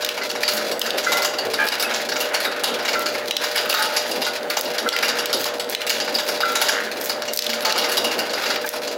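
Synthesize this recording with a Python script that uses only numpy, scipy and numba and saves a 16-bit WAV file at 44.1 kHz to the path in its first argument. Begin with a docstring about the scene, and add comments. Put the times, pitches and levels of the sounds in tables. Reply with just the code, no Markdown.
"""Cashew shelling machine in a workshop

A phone's microphone, close to the machine, hears steel clatter: blows ring clusters of modes, a lever
clangs, a scoop knocks, springs ping. Husks crunch at a steady cutting beat, shell snaps and other pitched
clicks break out, and pieces patter on a wire screen. Behind them chains rattle, the motor hums and its drive
shakes the frame. Plates and workshop add dense reflections; the phone's limiter ducks all at the loudest peaks.
"""
import sys
import numpy as np
from scipy import signal
from scipy.fft import rfft, irfft
from scipy.io import wavfile
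from scipy.ndimage import uniform_filter1d, minimum_filter1d
from numba import njit

SR = 44100
rng = np.random.default_rng(int(sys.argv[2]) if len(sys.argv) > 2 else 0)


def unload_wav(signal):
    """Save mono or channel-first audio to the path in sys.argv[1] as 16-bit WAV at rate SR, clipped to [-1, 1]."""
    wavfile.write(
        sys.argv[1],
        SR,
        np.round(np.clip(np.atleast_2d(signal).T, -1, 1) * 32767).astype(np.int16),
    )


N = 395577
T = np.arange(N) / SR  # time of every sample [s]

# Blows of chains, blades and loose parts:
# (time [s], body level [dB], middle band re body [dB], treble re body [dB])
BLOWS = [(0.02, -29, 3, -12), (0.175, -25, -3.5, -18), (0.214, -34, 4.5, -25), (0.293, -32.5, 8, -5),
         (0.352, -25, -5, -17), (0.429, -26, 6, -9), (0.479, -21.5, 6, -7), (0.571, -29, 4.5, -6),
         (0.713, -27.5, 2, -6), (0.858, -25.5, 0.5, -10), (0.978, -24, 2, -7.5), (1.039, -26.5, 1, -15),
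         (1.119, -17, -1, -10), (1.169, -26, 1, -4), (1.22, -28, 6, -4), (1.246, -21, 2, -8),
         (1.336, -28, -1, -19), (1.384, -27.5, 5, -10), (1.535, -25, 2.5, -7.5), (1.667, -30, 4.5, -3),
         (1.719, -24.5, 1, -13), (1.797, -27, 6, -0.5), (1.828, -25.5, -4, -4), (1.903, -24.5, -5.5, -32),
         (1.939, -28, 5, -11), (1.992, -27, -6.5, -20), (2.088, -29, 3, -7), (2.118, -24, -0.5, -24),
         (2.158, -24.5, -2, -23), (2.203, -31, 9.5, 3), (2.342, -23, 2.5, -7.5), (2.401, -29.5, 2, -4),
         (2.446, -19, -3.5, -13), (2.521, -32, -2, -25), (2.636, -17.5, 2.5, -6.5),
         (2.792, -24.5, -4.5, -26), (2.85, -25, 0, -16), (2.881, -21.5, -0.5, -15), (2.931, -22.5, -1, -17),
         (3.024, -37, 4, -14), (3.059, -25.5, 4.5, -12), (3.149, -25, -6.5, -18), (3.435, -24, 1, -11),
         (3.556, -24, -0.5, -4.5), (3.572, -23.5, 5, -12), (3.694, -26, 7, -0.5), (3.741, -15, -1.5, -10),
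         (3.792, -37, 7, 1), (3.822, -29, 8.5, 2), (3.848, -34, 7, -15), (3.936, -37, 1, -2),
         (3.964, -23, 5.5, -4.5), (4.078, -35, 0, -4), (4.111, -36.5, 12.5, 3), (4.217, -26, 4, -7.5),
         (4.245, -35, 11, -14), (4.265, -25, -0.5, -10), (4.499, -23, -0.5, -8), (4.567, -21.5, 0.5, -16),
         (4.652, -40, 12.5, -13), (4.781, -26, 4.5, -7), (4.921, -24, 3, -14), (4.961, -34, 5, -10),
         (5.026, -19, -0.5, -13), (5.046, -33, 9.5, -2), (5.082, -29.5, 10, -3), (5.093, -29, -5, -21),
         (5.186, -28.5, 7.5, -4), (5.296, -28, -3, -17), (5.329, -26, 9, -0.5), (5.455, -23.5, -2, -12),
         (5.596, -29, 3.5, -4), (5.866, -27, 3, -4), (5.895, -21.5, 5.5, -4), (6.001, -27, 6, -11),
         (6.076, -24.5, -4, -23), (6.143, -33.5, 14, 1), (6.185, -25, 4, -12), (6.284, -23.5, 0.5, -5.5),
         (6.345, -38, 8, -6), (6.404, -21, -0.5, -13.5), (6.476, -32.0, -2, -18), (6.553, -21.5, 2.5, -8),
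         (6.614, -16, -1, -6), (6.66, -33.5, 9, -9), (6.684, -20, 5.5, -5), (6.865, -31.5, -11, -30),
         (6.958, -32, -7, -20), (7.095, -24.5, 3, -10), (7.22, -30, -2, -27), (7.278, -30, 4, -16),
         (7.493, -27.5, 5, -7), (7.532, -25, 0, -12), (7.551, -33, -2, -18), (7.617, -33, 2.5, -3),
         (7.649, -17.5, 0.5, -12), (7.695, -29, 7.5, -15), (7.756, -21, -6, -22), (7.779, -29.5, 10.5, 0.5),
         (7.817, -31.5, 7, -14), (7.84, -24, 0, -16), (7.888, -36, 8, 4), (7.916, -27, 3, -1),
         (7.97, -25, 7.5, -2), (8.042, -23.5, 3.5, -6.5), (8.11, -28.5, 2.5, -13), (8.188, -30, 8.5, -2),
         (8.295, -39, 11, -13), (8.333, -26.5, 1.5, -10), (8.375, -26, -7, -22), (8.433, -26, -1, -12),
         (8.459, -24.5, 1, -16), (8.502, -25.5, 4.5, -13), (8.557, -30, 2, -22), (8.734, -24, -7, -14),
         (8.876, -34, 6.5, -11)]
# Clusters of close modes in chains, springs and blades: (centre [Hz], width [Hz], relative level [dB])
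CLUSTERS = [(780,440,8),(1343,200,4),(1670,540,4.5),(2210,670,5),(2823,183,-2),(3190,510,-4),(3783,330,-1),(4500,550,0.5),(4815,370,0.5),(5590,210,-5),(5350,400,-10.5),(6550,1180,-4),(7820,330,-14),(10000,2400,-7),(11250,910,-8),(11020,1560,-7.5),(11900,340,-10),(14000,4500,-15),(14600,2100,-7)]
# A blow's level is its mean over this time [s]; body, middle band and treble meet at these pitches [Hz]
BLOW_S, BAND_EDGES_HZ = 0.025, (2500, 7500)

# Blows on the blade lever:
# (time [s], level [dB], centre of the excited modes [Hz], hold [s], share of the free ring time [0-1])
LEVER_BLOWS = [(1.589,-7.5,1620,.04,.85),(3.066,-25,2600,.002,.8),(3.79,-21.5,800,.05,1),(5.027,-19.5,2600,.004,1),(6.693,-3.5,1700,.006,.07),(7.657,-23,780,.05,1),(8.643,-14,1450,.007,.1)]
# Modes of the lever: (pitch [Hz], relative level [dB], free t60 [s])
LEVER_MODES = [(868,5.5,.8),(1228,-4,.15),(1410,-9,.2),(1603,3,.28),(1675,2.5,.33),(1745,-10,.12),(2220,-7,.07),(2342,0,.16),(2411,0,.4),(3042,-1,.15)]

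# Shell snaps and other short, pitched clicks: (time [s], level [dB], pitch [Hz])
SNAPS = [(.047,-10,4490),(.062,-21,3980),(0.0892,-9,3430),(.433,-7,2120),(0.7937,-15,5500),(0.815,-4.5,3600),(0.905,-10.5,3500),(1.686,-8,4680),(1.825,-12.5,4320),(2.641,-10,4850),(2.993,-26,5500),(3.3087,-3.5,3040),(3.3665,-6,3600),(3.656,-17.5,1340),(3.727,-14,3040),(4.61,-11.5,5200),(4.8885,-2.5,3900),(4.963,-10,2400),(4.988,-14,3880),(5.257,-9,4500),(5.329,-20.5,4400),(5.442,-11.5,4500),(5.697,-27,5700),(5.7484,-6.5,3560),(5.8163,-17,2900),(7.3343,-8,5000),(7.3732,-5,4940),(7.39,0,4400),(7.4218,-10,4400),(7.443,-16,4360),(7.465,-14.5,3730),(7.724,-10.5,4460),(8.558,-16,2250),(8.675,-24,2030),(8.69,-13,5600)]
# High-pitched snaps crack brighter than low ones
SNAP_TREBLE_DB, SNAP_REF_HZ, SNAP_TREBLE_DB_PER_OCTAVE = -4.5, 5060, 55
SNAP_T60_S = 0.018  # the hollow ring lasts only an instant

# Husks crushed in each cut: (level as the blades bite [dB], level as they let go [dB])
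CUTS = [(-44,-31),(-27.5,-48),(-36,-40),(-41,-40),(-44,-37),(-52,-36),(-49,-31),(-29.5,-40),(-35,-25.5),(-24.5,-44),(-47,-35)]
CUT_S = 0.8148  # steady beat of the blades
# Bite and release within a cut: start and length [s]
BITE_AT_S, BITE_S, RELEASE_AT_S, RELEASE_S = -0.009, 0.047, 0.469, 0.135
# Spectrum of crushed shell: (frequency [Hz], relative density [dB])
SHELL_SPECTRUM = [(1500,-18),(4000,-6),(6500,-1.5),(9000,-10),(12000,0),(16000,1)]
# Spectrum of light contacts on steel: (frequency [Hz], relative density [dB])
STEEL_SPECTRUM = [(300,-14),(700,1.5),(1100,-1),(1450,7),(2000,3),(2450,2),(2850,5),(3400,5.5),(4800,5),(5300,0),(6800,-3),(8500,-11.5),(11000,-9),(15500,-9.5)]

# Blows on the feed scoop, and renewed swells of its ringing:
# (time [s], clank level [dB], ring pitch [Hz], ring level [dB], overtone level [dB], ring and overtone t60 [s])
SCOOP_RINGS = [(.213,-24,1470,-25,-21,0.16),(1.066,-12,1407,-20,-20,0.49),(1.135,-32,1386,-21,-20,.6),(2.953,-16.5,1353,-23.5,-30,0.71),(4.265,-27,1448,-18,-29,0.2),(4.862,-15.5,1347,-17,-26,.25),(4.931,-23,1396,-19,-23,0.31),(6.432,-11,1359,-17,-30.5,.62),(8.5,-20,1430,-34,-28,.3)]
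# Short-lived modes of the scoop's clank: (pitch [Hz], relative level [dB], t60 [s])
CLANK_MODES = [(1297,-2,0.07),(1380,6.5,0.054),(1507,3,0.066),(1575,3,0.038)]
SCOOP_OVERTONE_HZ = 2037  # the long-ringing upper tone

# Springs set ringing by a blow: (time [s], level [dB], pitch [Hz])
PINGS = [(0.439,-13.5,4630),(1.388,-20,4630),(1.846,-21,2590),(6.152,-22,4570),(8.461,-24,2800)]
PING_T60_S = 0.14
# Steel dragging over steel: (time [s], length [s], level [dB], pitch [Hz])
SCRAPES = [(3.716,0.15,-26.5,1700),(5.02,0.23,-31,1750),(6.676,0.18,-25.5,1640)]
# Light ticks between the blows
TICKS_PER_S, TICK_DB, TICK_SPREAD_DB, TICK_T60_S = 38, -42.5, 10, 0.019
# Running chains: (time [s], dull rattle level [dB], bright rattle setting [dB])
CHAINS = [(0.0, -33, -28), (1.72, -29.5, -48), (3.45, -30.5, -26), (3.67, -28.5, -22.5), (4.57, -32.5, -33),
          (5.15, -28.5, -42), (5.64, -35.5, -55), (6.54, -31.5, -22.5), (7.09, -35, -32),
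          (7.82, -25.5, -25), (8.97, -37, -42)]
# Dull thuds in the frame: (time [s], level before the swell [dB], pitch [Hz])
THUDS = [(0.529,-28.5,215.6),(1.44,-20,450),(1.445,-43,106),(1.868,-33,231),(2.681,-30,236),(5.081,-33,235.3),(5.929,-33,230),(6.801,-33,219),(7.477,-29,229.5),(8.048,-34,240)]

# Load on the drive: (time [s], drive vibration setting [dB])
LOAD = [(0,-35.5),(.3,-32),(.9,-30.5),(1.45,-31),(1.9,-33),(2.5,-31.5),(3.3,-32.5),(3.9,-32),(4.4,-31),(5.15,-30),(5.7,-31),(6.3,-32.5),(6.9,-32),(7.35,-34),(7.8,-32),(8.2,-29.5),(8.6,-32.5),(8.97,-32)]
# Motor hum, on multiples of the mains frequency: (frequency [Hz], level about which it wavers [dB rms])
HUM = [(120,-61),(480,-37),(600,-34.5),(660,-46.5)]
# Noisy tones of the drive, some at harmonics of the motor, and frame resonances:
# (frequency [Hz], width [Hz], relative level [dB])
DRIVE_TONES = [(232.2,4.4,-1),(387.2,5.6,3.5),(494,8.4,8.5),(543,23,16),(775,8.4,5.5),(874,13,-31)]
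# Spectrum of the drive's rumble: (frequency [Hz], relative density [dB])
RUMBLE_SPECTRUM = [(30,-72),(65,-30),(95,-25.5),(160,-14.5),(200,-5),(270,1.5),(350,1.5),(450,3.5),(650,2.5),(900,-3),(1150,-10.5),(2500,-29.5)]

TOP_HZ = 15850  # upper limit of the phone's sound


def undb(db):
    """Decibels to gain."""
    return 10 ** (np.asarray(db) / 20)


def unit(x):
    """Scale to rms 1."""
    return x / np.sqrt(np.mean(x ** 2) + 1e-18)


def add(track, s, x):
    """Mix a short sound in at time s, held within the track."""
    i = int(np.clip(s * SR, 0, N - 1))
    track[i:i + len(x)] += x[:N - i]


def through(x, response):
    """Pass a sound through an impulse response."""
    return signal.oaconvolve(x, response)[:len(x)]


def colour(points, size=4096):
    """Causal (minimum-phase) response of unit energy with the given spectrum."""
    hz, db = np.transpose(points)
    bins_hz = np.arange(size // 2 + 1) * SR / size
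    log_gain = np.log(undb(np.interp(np.log(bins_hz + 1), np.log(hz), db)))
    # Folding the cepstrum onto positive times makes the response causal
    cepstrum = irfft(log_gain)
    cepstrum[1:size // 2] *= 2
    cepstrum[size // 2 + 1:] = 0
    response = irfft(np.exp(rfft(cepstrum)))
    return response / np.linalg.norm(response)


def band(x, hz, kind, order=2):
    """Butterworth filter."""
    return signal.sosfilt(signal.butter(order, hz, kind, fs=SR, output="sos"), x)


def decay_60(t, t60):
    """Exponential decay that falls 60 dB in t60 seconds."""
    return np.exp(-np.log(1000) * t / t60)


def fade(t60):
    """Exponential decay cut off at -60 dB."""
    return decay_60(T[:int(t60 * SR) + 2], t60)


def ring(modes, size=32768):
    """Impulse response of (Hz, dB, t60) modes with random phases, unit energy."""
    t = T[:size]
    response = np.zeros(size)
    for hz, db, t60 in modes:
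        response += undb(db) * np.sin(2 * np.pi * (hz * t + rng.random())) * decay_60(t, t60)
    return response / np.linalg.norm(response)


def walk(rate):
    """Smooth random drift with a spread near 1."""
    k = int(SR / rate)
    steps = np.repeat(rng.standard_normal(N // k + 1), k)
    return unit(uniform_filter1d(uniform_filter1d(steps, k), k)[:N])


def impacts(rate, spread_db):
    """A random stream of tiny impacts of uneven size, rms 1."""
    hits = rng.random(N) < rate / SR
    sizes = undb(spread_db * np.clip(rng.standard_normal(N), -2, 2))
    return unit(hits * rng.choice([-1, 1], N) * sizes)


def rattle(n, depth=0.41, rate_hz=45):
    """Uneven contact makes a ringing mode flutter: phase offsets in radians."""
    return depth * unit(band(rng.standard_normal(n), rate_hz, "low"))


def room(x, t60, wet_db, damp_hz):
    """Dense reflections from the machine's plates and the workshop, duller than the direct sound."""
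    decay = fade(t60)
    tail = band(rng.standard_normal(len(decay)) * decay, damp_hz, "low", order=1)
    tail[:SR // 250] = 0  # nothing returns in the first 4 ms
    return x + undb(wet_db) * through(x, tail / np.linalg.norm(tail))


def cluster_ring(hz, width, strike_s=0.0032, linger=0.27, linger_s=0.059):
    """One cluster of close modes: a quick burst, then a weaker remainder that lasts longer in low modes."""
    t = T[:SR // 5]
    decay = np.exp(-t / strike_s) + linger * np.exp(-t / (linger_s * (4000 / hz) ** 0.5))
    noise = rng.choice([-1., 1.], len(t))
    response = band(noise * decay, [hz - width / 2, hz + width / 2], "band")
    return response / np.linalg.norm(response)


def clatter(blows, rebound_s=0.0075, rebound_fade_s=0.0087, graze=0.47, count=5, spots=2):
    """Each blow grazes, lands and rebounds; every contact rings the steel's clusters in a new mix."""
    hz, _, cluster_db = np.transpose(CLUSTERS)
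    rings = np.array([[cluster_ring(f, width) for f, width, _ in CLUSTERS] for _ in range(spots)])
    part = np.digitize(hz, BAND_EDGES_HZ)  # 0 body, 1 middle band, 2 treble
    out = np.zeros(N)
    for s, db, middle_db, treble_db in blows:
        gaps = rebound_s * rng.uniform(0.2, 1, count)
        lags = np.cumsum(gaps) - gaps[0]
        force = np.where(lags > 0, np.exp(-lags / rebound_fade_s), graze)
        # One mix for the blow, varied again at each contact
        mix_db = 2.5 * rng.standard_normal(len(hz)) + 4.5 * rng.standard_normal((count, len(hz)))
        shares = undb(cluster_db + mix_db) * force[:, None]
        # Bring each of the three bands to its level
        energy = np.bincount(part, np.sum(shares ** 2, axis=0))
        band_gain = undb(db + np.array([0, middle_db, treble_db])) * np.sqrt(BLOW_S * SR / energy)
        shares = shares * band_gain[part]
        for lag, share in zip(lags, shares):
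            signs = rng.choice([-1, 1], len(hz))
            add(out, s + lag, (share * signs) @ rings[rng.integers(spots)])
    return room(undb(-0.66) * band(out, 570, "high"), t60=1.0, wet_db=-25.0, damp_hz=6000)


def clangs():
    """The struck lever holds its ring for a moment, then dies away; modes near the blow's centre ring most."""
    out = np.zeros(N)
    t = T[:SR // 2]
    for s, db, centre_hz, hold, free in LEVER_BLOWS:
        clang = np.zeros(len(t))
        for hz, mode_db, t60 in LEVER_MODES:
            decay = decay_60(np.maximum(t - hold, 0), t60 * free)
            gain = undb(mode_db - 15.0 * abs(np.log2(hz / centre_hz)))
            clang += gain * decay * np.sin(2 * np.pi * hz * t + rattle(len(t)))
        clang *= 1 - np.exp(-t / 0.0008)  # soft onset
        add(out, s, undb(db) * clang / np.abs(clang).max())
    return room(out, t60=1.0, wet_db=-20, damp_hz=6000)


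def snaps(tear_s=0.00088, crack_db=6, nut_db=0):
    """Shell snaps and other pitched clicks: a tearing crack, slower at low pitch, and a brief hollow ring."""
    cracks, nuts = np.zeros((2, N))
    t = T[:SR // 20]
    for s, db, hz in SNAPS:
        treble_db = SNAP_TREBLE_DB + SNAP_TREBLE_DB_PER_OCTAVE * np.log2(hz / SNAP_REF_HZ)
        torn = t / (tear_s * SNAP_REF_HZ / hz)  # time in units of the tearing time
        ratios = np.array([0.84, 0.94, 1.03, 1.15]) * rng.uniform(0.96, 1.04, 4)
        nut = ring([(hz * ratio, 0, SNAP_T60_S) for ratio in ratios], size=len(t))
        nut *= 1 - np.exp(-torn)
        splinter = rng.standard_normal(len(t)) * torn * np.exp(1 - torn)
        crack = band(splinter, [0.69 * hz, 1.39 * hz], "band", order=1)
        crack += (undb(treble_db) + 0.16) * band(splinter, 7200, "high")
        add(cracks, s, undb(db + crack_db) * crack)
        add(nuts, s, undb(db + nut_db) * nut / np.abs(nut).max())
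    return band(room(cracks, t60=0.32, wet_db=-9.5, damp_hz=3900) + nuts, 1040, "high")


def husk_crunch():
    """Husks crackle as the blades bite and let go: noise in dense splinter grains, shaped by pressure."""
    pressure = np.zeros(N)
    for cut, (bite_db, release_db) in enumerate(CUTS):
        start = cut * CUT_S
        for delay, length, db in (BITE_AT_S, BITE_S, bite_db), (RELEASE_AT_S, RELEASE_S, release_db):
            add(pressure, start + delay, undb(db) * signal.windows.tukey(int(length * SR), 0.4))
    grain = fade(0.008)
    # Grains add by energy
    splinters = np.sqrt(np.abs(through(impacts(rate=680, spread_db=9.5) ** 2, grain ** 2)))
    return through(pressure * unit(splinters) * rng.standard_normal(N), colour(SHELL_SPECTRUM))


def screen_patter():
    """Loose pieces fall at random on the wire screen, whose mesh answers each with a short noisy ring."""
    decay = fade(0.075)
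    mesh = rng.standard_normal(len(decay)) * decay
    patter = through(impacts(rate=32, spread_db=2), mesh)
    return undb(-35.0) * unit(band(through(patter, colour(STEEL_SPECTRUM)), 470, "high"))


def shells():
    """Crushed husks and pattering pieces share short reflections from the nearby plates."""
    return room(husk_crunch() + screen_patter(), t60=0.1, wet_db=-7.0, damp_hz=6000)


def knocks(contact_s=0.0042):
    """The scoop clanks and rings in two tones, or its ringing swells anew; its seating sets the lower tone."""
    out = np.zeros(N)
    t = T[:SR]

    def mode(hz, db, t60):
        """One fluttering mode with a soft onset."""
        tone = np.sin(2 * np.pi * hz * t + rattle(len(t)))
        return undb(db) * tone * decay_60(t, t60) * (1 - np.exp(-t / contact_s))

    for s, db, ring_hz, ring_db, overtone_db, t60 in SCOOP_RINGS:
        clank = sum(mode(*row) for row in CLANK_MODES)
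        tones = mode(ring_hz, ring_db, t60) + mode(SCOOP_OVERTONE_HZ, overtone_db, t60)
        add(out, s, undb(db) * clank / np.abs(clank).max() + tones)
    return room(out, t60=0.77, wet_db=-17.5, damp_hz=6000)


def pings():
    """A spring rings briefly on a close, beating pair of modes."""
    out = np.zeros(N)
    for s, db, hz in PINGS:
        ping = ring([(hz, 0, PING_T60_S), (hz * 1.013, -5, PING_T60_S)])
        add(out, s, undb(db) * ping / np.abs(ping).max())
    return out


def scrapes(width_hz=850):
    """Steel sticks and slips in dense, uneven jerks, heard in a band around each scrape's pitch."""
    out = np.zeros(N)
    jerks = through(impacts(rate=620, spread_db=6), colour(STEEL_SPECTRUM))
    for s, length, db, hz in SCRAPES:
        swell = signal.windows.tukey(int(length * SR), 0.7)
        rub = unit(band(jerks, [hz - width_hz / 2, hz + width_hz / 2], "band"))
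        add(out, s, undb(db) * swell * rub[int(s * SR):][:len(swell)])
    return room(out, t60=0.75, wet_db=-10.0, damp_hz=5000)


def ticks():
    """Single links and crumbs of shell tick at random moments, each a short burst of bright noise."""
    decay = fade(TICK_T60_S)
    burst = rng.standard_normal(len(decay)) * decay
    clicks = through(impacts(rate=TICKS_PER_S, spread_db=TICK_SPREAD_DB), burst)
    return undb(TICK_DB) * unit(band(through(clicks, colour(STEEL_SPECTRUM)), 1300, "high"))


def chains():
    """Countless small link contacts rattle on between the blows, in a dull and a bright band."""
    s, *columns = np.transpose(CHAINS)
    dull_db, bright_db = (np.interp(T, s, column) for column in columns)
    links = through(impacts(rate=6000, spread_db=4.0), colour(STEEL_SPECTRUM))
    dull = undb(dull_db + 3 * walk(25)) * band(links, [300, 2400], "band", order=3)
    bright = undb(bright_db - 12.0 + 0.4 * walk(31)) * band(links, 2300, "high", order=3)
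    return room(dull + bright, t60=0.046, wet_db=-9.0, damp_hz=8850)


def thuds():
    """A slow push on the frame swells one of its low modes, which booms on briefly."""
    out = np.zeros(N)
    t = T[:SR // 2]
    swell = (1 - np.exp(-t / 0.02)) * np.exp(-t / 0.085)
    for s, db, hz in THUDS:
        add(out, s, undb(db) * np.sin(2 * np.pi * hz * t) * swell)
    return out


def motor_hum():
    """Magnetic hum on mains multiples, wavering in pitch and level."""
    turns = T + 0.00019 * walk(5.5)  # running time with a slight wobble
    hum = np.zeros(N)
    for hz, db in HUM:
        tone = np.sqrt(2) * np.sin(2 * np.pi * (hz * turns + rng.random()))
        hum += undb(db + 2.1 * walk(11)) * tone
    return hum


def drive_vibration(load_db):
    """The drive rumbles and booms in noisy tones, motor harmonics and frame resonances, with the load."""
    tones = ring([(hz, db, np.log(1000) / (np.pi * width)) for hz, width, db in DRIVE_TONES])
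    boom = band(through(rng.standard_normal(N), tones), 180, "high", order=3)
    rumble = through(rng.standard_normal(N), colour(RUMBLE_SPECTRUM))
    return (undb(-2.0) * rumble + undb(-4.5) * boom) * undb(load_db + 2.2 * walk(18))


def scene():
    """All parts of the machine at the one microphone."""
    load_db = np.interp(T, *np.transpose(LOAD))
    steel = clatter(BLOWS) + clangs() + knocks() + pings() + scrapes() + ticks() + chains()
    drive = motor_hum() + drive_vibration(load_db)
    return (steel + snaps() + shells() + thuds() + drive)[None]


@njit
def hold_peaks(x, release):
    """Peak follower: instant rise, slow fall."""
    out, e = np.empty(len(x)), 0.
    for i in range(len(x)):
        e = max(x[i], e * release)
        out[i] = e
    return out


def record(dry, ceiling_db=-6.0, release_s=0.061):
    """The phone's limiter looks a little ahead and recovers slowly; deep bass and the top are cut."""
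    peaks = hold_peaks(np.abs(dry[0]), np.exp(-1 / (release_s * SR)))
    gain = 1 / np.maximum(peaks / undb(ceiling_db), 1)
    # Centred windows [samples] bring the gain down smoothly before a peak
    gain = uniform_filter1d(minimum_filter1d(gain, size=385), size=385)
    limited = band(dry[0] * gain, 37, "high")
    top_cut = signal.ellip(10, 0.2, 80, TOP_HZ, fs=SR, output="sos")
    return signal.sosfilt(top_cut, limited)[None]


dry = scene()
out = record(dry)
unload_wav(out)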